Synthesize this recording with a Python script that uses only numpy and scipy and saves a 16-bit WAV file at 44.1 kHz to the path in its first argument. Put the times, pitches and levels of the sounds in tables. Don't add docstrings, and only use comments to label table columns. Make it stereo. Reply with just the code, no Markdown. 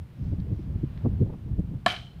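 import sys
import numpy as np
from scipy import signal
from scipy.fft import rfft, irfft
from scipy.io import wavfile

SR = 44100
rng = np.random.default_rng(int(sys.argv[2]) if len(sys.argv) > 2 else 0)


def to_wav(sig):
    pcm = np.clip(np.atleast_2d(sig), -1, 1) * 32767
    pcm = np.round(pcm).astype(np.int16)
    wavfile.write(sys.argv[1], SR, pcm.T)


N = 97020
TIME = np.arange(N) / SR
BIN_HZ = np.arange(N // 2 + 1) * SR / N
CRACK_S = 1.8618


def from_db(db):
    return 10 ** (np.asarray(db) / 20)


def rms_one(x):
    return x / np.sqrt(np.mean(x ** 2) + 1e-20)


def at_hz(points, hz):
    f, value = np.transpose(points)
    return np.interp(np.log(np.maximum(hz, 1)), np.log(f), value)


def noise(gains):
    return rms_one(irfft(rfft(rng.standard_normal((2, N))) * gains, N))


def coloured(points):
    return noise(from_db(at_hz(points, BIN_HZ)))


def drift(rate_hz):
    return noise(1 / (1 + (BIN_HZ / rate_hz) ** 2))


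def butter(x, hz, kind, order=2):
    return signal.sosfilt(signal.butter(order, hz, kind, fs=SR, output="sos"), x + 1e-18)


def envelope(start, attack, t60, decay_from=None):
    age = TIME - start
    decay_age = np.maximum(age - (decay_from or attack), 0)
    return np.clip(age / attack, 0, 1) * 1000 ** (-decay_age / t60)


# f/Hz, level/dB
COUNTRY_EQ = [(25, -25), (60, -4.5), (115, 2), (170, 1), (260, -13), (400, -21), (1000, -47.5)]

def far_rumble():
    return from_db(-45.5) * coloured(COUNTRY_EQ)


# f/Hz, level/dB
LEAF_EQ = [(200, -0.5), (500, 5), (1000, 1), (2000, -4), (3200, -7.5), (5000, -15.5), (8000, -33),
           (15000, -37.5)]
# t/s, level/dB
LEAF_RIDE = [(0, -61), (.25, -58.5), (.6, -59), (.85, -58), (.98, -55.5), (1.15, -58.5), (1.6, -60.5),
             (2.2, -58.5)]
# t/s, level/dB, left minus right/dB, low cut/Hz, high cut/Hz
LEAF_TICKS = [(0.401, -54.5, -14, 1200, 4940), (0.975, -47, -2.5, 810, 3560), (1.596, -63, 11, 3500, 11000)]

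def foliage():
    out = coloured(LEAF_EQ) * from_db(np.interp(TIME, *np.transpose(LEAF_RIDE)))
    for start, db, pan_db, low, high in LEAF_TICKS:
        grain = rms_one(butter(rng.standard_normal((2, N)), [low, high], "band", order=4))
        gains = from_db([[db + pan_db / 2], [db - pan_db / 2]])
        out += grain * gains * envelope(start, attack=0.0008, t60=0.018)
    return out


# t/s, width/s, level/dB
LEAF_SWELLS = [(.26, .07, -70), (.58, .07, -73)]

def rustles():
    swell = sum(from_db(db) * np.exp(-.5 * ((TIME - when) / width) ** 2)
                for when, width, db in LEAF_SWELLS)
    grains = rng.standard_normal((2, N)) * from_db(3.5 * drift(150))
    return swell * rms_one(butter(grains, [2500, 6000], "band", order=4))


# f/Hz, level/dB
WIND_EQ = [(20, -20), (45, -2), (90, 0.5), (150, -4), (220, -13), (320, -23.5), (500, -35.5), (900, -45),
           (2000, -82)]
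# t/s, left level/dB, right level/dB
WIND_RIDE = [(0, -55, -29.5), (.09, -63.5, -52), (.175, -48, -39.5), (0.203, -26, -31.5), (.32, -31, -26.5),
             (.43, -33, -29), (0.511, -23.5, -27.5), (.61, -34, -35.5), (.68, -28, -25), (.82, -28.5, -33),
             (.99, -39.5, -30.5), (1.11, -24, -23), (1.27, -28, -28), (1.409, -41.5, -32), (1.48, -28, -29),
             (1.68, -32, -29.5), (1.741, -25.5, -27), (1.83, -45, -38.5), (2.0, -38.5, -41),
             (2.1, -50.5, -53), (2.2, -38, -43)]
# f/Hz, level/dB
EDDY_EQ = [(25, -12), (60, -3.5), (110, 6), (200, -2.5), (340, -9.5), (550, -18.5), (1000, -27),
           (1600, -37), (3000, -59.5)]
# t/s, width/s, left level/dB, right level/dB, high cut/Hz
EDDY_HITS = [(0.332, 0.0063, -17.5, -31.5, 510), (0.401, 0.0089, -39, -19, 171),
             (.475, 0.0067, -26, -28, 495), (0.525, 0.014, -21.5, -25.5, 445),
             (0.594, 0.0077, -28.5, -33.5, 380), (0.761, 0.0049, -17.5, -42, 278),
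             (0.84, 0.0073, -16, -35, 327), (1.057, .007, -15, -24.5, 955),
             (1.073, 0.0086, -28.5, -13, 378), (1.222, 0.011, -12.5, -45, 430),
             (1.268, 0.012, -43.5, -26, 886), (1.303, 0.0055, -60, -25.5, 1080),
             (1.338, 0.01, -50, -25, 1210), (1.595, 0.0071, -31.5, -13, 440),
             (1.716, 0.0066, -22, -34, 260)]

def wind():
    times, *sides = np.transpose(WIND_RIDE)
    ride_db = np.array([np.interp(TIME, times, db) for db in sides])
    out = coloured(WIND_EQ) * from_db(ride_db + 2 * drift(22))
    for when, width, left_db, right_db, high in EDDY_HITS:
        swell = np.exp(-.5 * np.minimum(((TIME - when) / width) ** 2, 100))
        puff = swell * butter(coloured(EDDY_EQ), high, "low", order=4)
        makeup_gain = np.sqrt(np.sum(swell ** 2) / np.sum(puff ** 2, axis=1, keepdims=True))
        out += from_db([[left_db], [right_db]]) * puff * makeup_gain
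    return out


# delay/s, send level/dB, low cut/Hz, high cut/Hz
REFLECTIONS = [(.006, -12.5, 3520, 11000), (.018, -16.5, 1500, 9000), (.025, -26.5, 915, 4400),
               (.039, -13, 2430, 6100), (.041, -8, 3030, 3380), (.078, -25, 1100, 2600),
               (0.102, -19, 2260, 5000)]
# f/Hz, level/dB
TAIL_EQ = [(150, -1), (500, -11), (700, 2.5), (900, -9), (1400, 2.5), (1950, -6), (2300, 2), (2700, -6.5),
           (3150, 1), (4000, -8), (5000, -11), (7000, -22), (10500, -24), (15000, -39)]
# f/Hz, t60/s
TAIL_DECAY = [(200, 0.33), (700, 0.35), (1500, 0.28), (3200, .33), (6000, 0.42), (12000, 0.24)]
# f/Hz, width/Hz, level/dB, t60/s
TAIL_RINGS = [(716, 35, -36, 0.32), (2340, 140, -38, 0.18), (3080, 170, -33, 0.49),
              (4050, 550, -47.5, 0.68)]

def yard(direct):
    attack_s, decay_from_s = 0.0042, 0.047
    out = sum(from_db(db) * np.interp(TIME - delay, TIME, butter(direct, [low, high], "band"))
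              for delay, db, low, high in REFLECTIONS)
    scatter = rfft(rms_one(coloured(TAIL_EQ) * from_db(drift(250))))
    edges = np.geomspace(100, 16000, 10)
    for low, high in zip(edges, edges[1:]):
        band = irfft(scatter * (BIN_HZ >= low) * (BIN_HZ < high), N)
        patchy_gain = from_db(-28 + 1.5 * drift(50))
        t60 = at_hz(TAIL_DECAY, np.sqrt(low * high))
        out = out + band * patchy_gain * envelope(CRACK_S, attack_s, t60, decay_from_s)
    for hz, width, db, t60 in TAIL_RINGS:
        ring = noise(1 / (1 + ((BIN_HZ - hz) / width * 2) ** 2))
        out += from_db(db) * ring * envelope(CRACK_S, attack_s, t60, decay_from_s)
    return out


# f/Hz, level/dB
ECHO_SHADOW = [(400, 0.5), (750, -2.5), (1500, -5.5), (2400, -8), (3200, -15.5), (4000, -15), (5000, -20),
               (7000, -20), (10000, -29)]

def from_the_left(direct, echoes):
    dulled = butter(direct, 1480, "low", order=1)
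    right_direct = from_db(-1.5) * butter(dulled, 6700, "low", order=4)
    shade = from_db(at_hz(ECHO_SHADOW, np.arange(N + 1) * SR / (2 * N)))
    right_echoes = irfft(rfft(echoes[1], 2 * N) * shade)[:N]
    return np.array([direct + echoes[0], right_direct + right_echoes])


# f/Hz, level within the crack/dB, attack/s, t60/s
WOOD_MODES = [(203, -18.5, 0.0046, 0.039), (600, -27, 0.0073, 0.067), (705, -7.5, 0.00457, 0.029),
              (1030, -13.5, 0.0033, .03), (1106, -14.5, 0.006, 0.042), (1336, -20, 0.0085, 0.042),
              (1728, -8.5, 0.0045, 0.022), (2306, -14, 0.00045, 0.033), (2954, -11, 0.00092, 0.028),
              (3158, -7.5, 0.0014, 0.017), (3910, -16.5, 0.0027, 0.031), (4790, -22.5, .001, 0.014),
              (7410, -29, 0.00084, 0.029)]
# f/Hz, level/dB
SPLINTER_EQ = [(400, -7), (900, 4), (2000, 2.5), (3300, 0.5), (4500, 0.5), (6500, -14), (10000, -16),
               (15000, -35)]

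def crack():
    age = TIME - CRACK_S
    body = sum(from_db(db) * np.sin(2 * np.pi * hz * age) * envelope(CRACK_S, attack, t60)
               for hz, db, attack, t60 in WOOD_MODES)
    snap = from_db(-13.5) * coloured(SPLINTER_EQ)[0] * envelope(CRACK_S, attack=0.00063, t60=0.019)
    impulse = np.maximum(1 - np.abs(age - .0009) * SR, 0)
    click = butter(impulse, 2470, "high", order=1)
    click = butter(click, 8800, "low", order=3)
    click = from_db(-12.5) * click / np.abs(click).max()
    return from_db(-1.5) * (body + snap + click)


def scene():
    direct = crack()
    return from_the_left(direct, yard(direct)) + wind() + foliage() + rustles() + far_rumble()


# f/Hz, level/dB
HISS_EQ = [(1000, -1.5), (8000, -10), (13000, -6.5), (16000, 9.5)]

def record(dry):
    hiss = from_db(-78.5) * coloured(HISS_EQ)
    high_cut = signal.cheby2(16, 60, 16100, fs=SR, output="sos")
    return signal.sosfilt(high_cut, dry + hiss)


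dry = scene()
out = record(dry)
to_wav(out)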